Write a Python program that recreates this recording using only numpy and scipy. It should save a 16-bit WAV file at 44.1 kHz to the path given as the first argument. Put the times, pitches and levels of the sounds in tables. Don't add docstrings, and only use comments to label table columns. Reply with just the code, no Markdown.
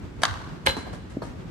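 import sys
import numpy as np
from scipy import signal
from scipy.fft import rfft, irfft
from scipy.io import wavfile

SR = 44100
rng = np.random.default_rng(int(sys.argv[2]) if len(sys.argv) > 2 else 0)


def wav_record(signal):
    frames = np.transpose(np.atleast_2d(signal))
    bounded = np.clip(frames, -1, 1)
    quanta = np.round(bounded * 32767).astype(np.int16)
    wavfile.write(sys.argv[1], SR, quanta)


N = 66150
T = np.arange(N) / SR
HZ = np.maximum(np.fft.rfftfreq(N, 1 / SR), 1)
STRIKE_S = .2338
CONTACT_S = .00059
ECHO_CUTOFF_HZ = 7800

# pitch_hz, level_db, t60_s
STICK_BALL_MODES = [(714, -14.5, 0.021), (870, -14, 0.0093), (1173, -7, 0.031), (1366, -11, 0.015),
                    (1640, -9.5, 0.014), (2057, -21.5, .02), (3080, -18, 0.008), (3710, -17, 0.013),
                    (4650, -17.5, 0.012), (5980, -25, .011), (6540, -24.5, 0.019), (8258, -23, 0.0083),
                    (9940, -25, 0.0051)]
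# frequency_hz, level_db
CRACK_COLOUR = [(450, -14.5), (800, -0.5), (1750, -0.5), (2400, -11), (3200, -6.5), (4700, -14),
                (9000, -17.5), (14000, -30.5)]
# start_s, level_db, cutoff_hz
BOARD_HITS = [(0.6632, -10, 6940), (0.6704, 0, 9200)]
# pitch_hz, level_db, t60_s
PANEL_MODES = [(563, -36, 0.029), (852, -22, 0.036), (1070, -20, 0.034), (1606, -13.5, 0.019),
               (2050, -7.5, 0.014), (2556, -22.5, 0.0073), (2915, -14, 0.019), (3500, -14, .004),
               (4200, -13, 0.015)]
# start_s, level_db
CHATTER_HITS = [(.6805, -20), (.687, -24), (.6975, -14.5)]
# pitch_hz, level_db, t60_s
METAL_MODES = [(538, 2, .15), (862, -2, .1), (1028, -8, .1), (1620, -6, .2), (2088, -7, .13),
               (2740, -16, .14), (2938, -6, .17), (3171, -13, .22), (3600, -14, .14)]
# pitch_hz, level_db, t60_s
FRAME_PING_MODES = [(4036, -11, .4), (4067, 0, .26), (4079, -4, .26)]
# start_s, level_db, t60_s
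CLATTER_BURSTS = [(0.663, -19.5, 0.084), (0.68, -26, 0.22)]
# frequency_hz, level_db
CLATTER_COLOUR = [(150, 0), (330, 3), (440, 6), (650, 0.5), (1300, 1), (2000, -3.5), (2500, -3.5),
                  (3400, -0.5), (5300, -10), (10000, -16.5), (14000, -24)]
# frequency_hz, level_db
BOARD_SLAP_COLOUR = [(2000, 4), (4000, 12), (6000, -4), (8600, 8), (14000, -9)]
# start_s, pitch_hz, level_db, t60_s
THUMP_HITS = [(0.522, 159, -26, 0.05), (0.683, 71, -21, 0.062), (0.773, 255, -28, 0.11),
              (1.1685, 272, -17, 0.024), (1.1665, 600, -29, 0.015)]
# start_s, level_db, t60_s
KNOCK_HITS = [(0.7656, -27, 0.11), (0.865, -37, 0.15), (0.93, -39.5, 0.16), (1.218, -32, 0.14)]
# frequency_hz, level_db
KNOCK_COLOUR = [(150, 3), (700, 6.5), (1150, 1.5), (1750, -7.5), (2500, -25), (4400, -12.5), (7000, -32.5)]
# pitch_hz, level_db, t60_s
BORDER_KNOCK_MODES = [(366, -4, .1), (490, -6, .09), (688, -2, .08), (942, -2, .12), (1234, -7, .06),
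                      (1690, -10, .05), (4400, -14, .06)]
# start_s, level_db, rise_s, t60_s
BRUSH_STROKES = [(0.218, -30.5, 0.0017, 0.085), (0.655, -31, 0.0062, 0.026), (0.765, -38.5, 0.0029, 0.35),
                 (0.925, -44.5, 0.0086, 0.25), (1.095, -50, 0.01, 0.3), (1.217, -45, 0.02, 0.36)]
# frequency_hz, level_db
BRUSH_COLOUR = [(500, 9.5), (1800, 7.5), (3000, -1.5), (5500, -2.5), (9500, -5), (14000, -32)]
# delay_s, level_db
FAR_ECHOES = [(.053, -21), (.0765, -23), (0.106, -24.5), (.156, -32)]
# energy_db, rise_s, t60_s
WOODS_TAILS = [(-7, 0.0043, 0.26), (-10.5, 0.054, 0.98)]
# frequency_hz, level_db
WOODS_COLOUR = [(200, 3.5), (700, 3.5), (1300, 4), (2400, -2), (5000, 1), (9000, -8), (14000, -7.5)]
# frequency_hz, level_db
AIR_COLOUR = [(22, -16), (54, -0.5), (176, -2.5), (202, -6), (344, -10), (450, -15.5), (833, -22),
              (1580, -25.5), (8320, -45), (11500, -59), (13100, -50.5), (15000, -62)]
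# frequency_hz, correlation
AIR_CORRELATION = [(40, 0.43), (200, 0.77), (700, 0.063), (2000, 0.027), (8000, 0.035)]
# frequency_hz, level_db
RUMBLE_COLOUR = [(40, -11), (88, 4), (150, -10.5), (400, -67), (2000, -77.5)]


def stick():
    body = amp(-.5) * ring(STRIKE_S, STICK_BALL_MODES, contact_s=.00021)
    snap = bursts(CRACK_COLOUR, [(STRIKE_S, -18.5, CONTACT_S, .036)])
    return place(body, left_lag_s=.00002) + snap


def board():
    slams = sum(amp(db) * dull(ring(s, PANEL_MODES), hz) for s, db, hz in BOARD_HITS)
    chatter = sum(amp(db) * ring(s, PANEL_MODES) for s, db in CHATTER_HITS)
    blows = place(slams + chatter, left_lag_s=.000374)
    full_hit_s = BOARD_HITS[-1][0]
    metal = amp(-24) * ring(full_hit_s, METAL_MODES)
    ping = amp(-24.5) * ring(.668, FRAME_PING_MODES)
    frame = place(metal + ping, left_lag_s=.00005)
    clatter = bursts(CLATTER_COLOUR, [(s, db, .002, t60) for s, db, t60 in CLATTER_BURSTS])
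    slap = bursts(BOARD_SLAP_COLOUR, [(.663, -21, .001, .039)]) * amp([[-1], [1]])
    return blows + amp(-3.5) * ground_reflection(blows) + frame + clatter + slap


def thumps():
    return -sum(amp(db) * envelope(s, .0029, t60) * np.sin(2 * np.pi * hz * (T - s))
                for s, hz, db, t60 in THUMP_HITS)


def turf():
    rise_s = .0019
    knocks = bursts(KNOCK_COLOUR, [(s, db, rise_s, t60) for s, db, t60 in KNOCK_HITS])
    tap = amp(-33.5) * ring(1.2195, BORDER_KNOCK_MODES, contact_s=rise_s)
    return tap + knocks + bursts(BRUSH_COLOUR, BRUSH_STROKES)


def ground_reflection(x):
    return delay(x, .00128)


def wall(x):
    thin = signal.sosfilt(signal.butter(1, 3650, "high", fs=SR, output="sos"), x)
    left, right = amp(2.5) * dull(thin, ECHO_CUTOFF_HZ)
    echo_s, left_lead_s = .0186, .000066
    return np.array([delay(left, echo_s - left_lead_s), delay(right, echo_s)])


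def far_echoes(x):
    return sum(amp(db) * delay(dull(x, ECHO_CUTOFF_HZ), s) for s, db in FAR_ECHOES)


def radiated_crack():
    return delay(irfft(amp(by_hz(CRACK_COLOUR)), N), STRIKE_S)


def woods(x):
    tails = [(db, envelope(.0034, rise, t60)) for db, rise, t60 in WOODS_TAILS]
    power = sum(amp(db) ** 2 * tail ** 2 / np.sum(tail ** 2) for db, tail in tails)
    response = np.sqrt(power) * noise(WOODS_COLOUR, correlation=.021) * flicker(depth_db=2, step_s=.0036)
    return signal.fftconvolve(x, amp(-1.5) * response, axes=1)[:, :N]


def air():
    correlation = by_hz(AIR_CORRELATION)
    swell = amp(-34) * envelope(start_s=.25, rise_s=.055, t60_s=.65) * noise(RUMBLE_COLOUR, correlation)
    bed = amp(-38.5) * noise(AIR_COLOUR, correlation) * flicker(depth_db=2, step_s=.05)
    return bed + swell


def amp(db):
    return 10 ** (np.asarray(db) / 20)


def by_hz(points):
    hz, value = np.transpose(points)
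    return np.interp(np.log(HZ), np.log(hz), value)


def noise(colour, correlation):
    mid, side = rfft(rng.standard_normal((2, N)))
    stereo = np.sqrt(1 + correlation) * mid + np.sqrt(1 - correlation) * side * [[1], [-1]]
    x = irfft(amp(by_hz(colour)) * stereo, N)
    return x / x.std()


def flicker(depth_db, step_s):
    gain = amp(depth_db * np.interp(T / step_s, np.arange(N), rng.standard_normal(N)))
    return gain / np.sqrt(np.mean(gain ** 2))


def envelope(start_s, rise_s, t60_s):
    age = T - start_s
    return np.clip(age / rise_s, 0, 1) * amp(-60 * np.maximum(age - rise_s, 0) / t60_s)


def ring(start_s, modes, contact_s=CONTACT_S):
    age = T - start_s
    return sum((-1) ** k * amp(db) * envelope(start_s, contact_s, t60) * np.sin(2 * np.pi * hz * age)
               for k, (hz, db, t60) in enumerate(modes))


def bursts(colour, rows):
    power = sum((amp(db) * envelope(s, rise, t60)) ** 2 for s, db, rise, t60 in rows)
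    return np.sqrt(power) * noise(colour, correlation=.097) * flicker(depth_db=2, step_s=.0017)


def delay(x, delay_s):
    return irfft(rfft(x) * np.exp(-2j * np.pi * HZ * delay_s), N)


def place(x, left_lag_s):
    return np.array([delay(x, left_lag_s / 2), delay(x, -left_lag_s / 2)])


def dull(x, cutoff_hz):
    return signal.sosfilt(signal.butter(2, cutoff_hz, fs=SR, output="sos"), x + 1e-18)


def scene():
    crack, slam, foley = stick(), board(), thumps() + turf()
    reverb_send = amp(20) * radiated_crack() + amp(-14) * crack + amp(-8.5) * slam + amp(-7) * foley
    reflections = ground_reflection(crack) + wall(crack) + far_echoes(crack)
    return crack + slam + foley + reflections + woods(reverb_send) + air()


def record(dry):
    low_cut_hz, ceiling, stopband_hz = 36, .81, 16060
    trimmed = signal.sosfilt(signal.butter(2, low_cut_hz, "high", fs=SR, output="sos"), dry)
    rounded = trimmed / (1 + (trimmed / ceiling) ** 4) ** .25
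    return signal.sosfilt(signal.cheby2(12, 70, stopband_hz, fs=SR, output="sos"), rounded)


dry = scene()
out = record(dry)
wav_record(out)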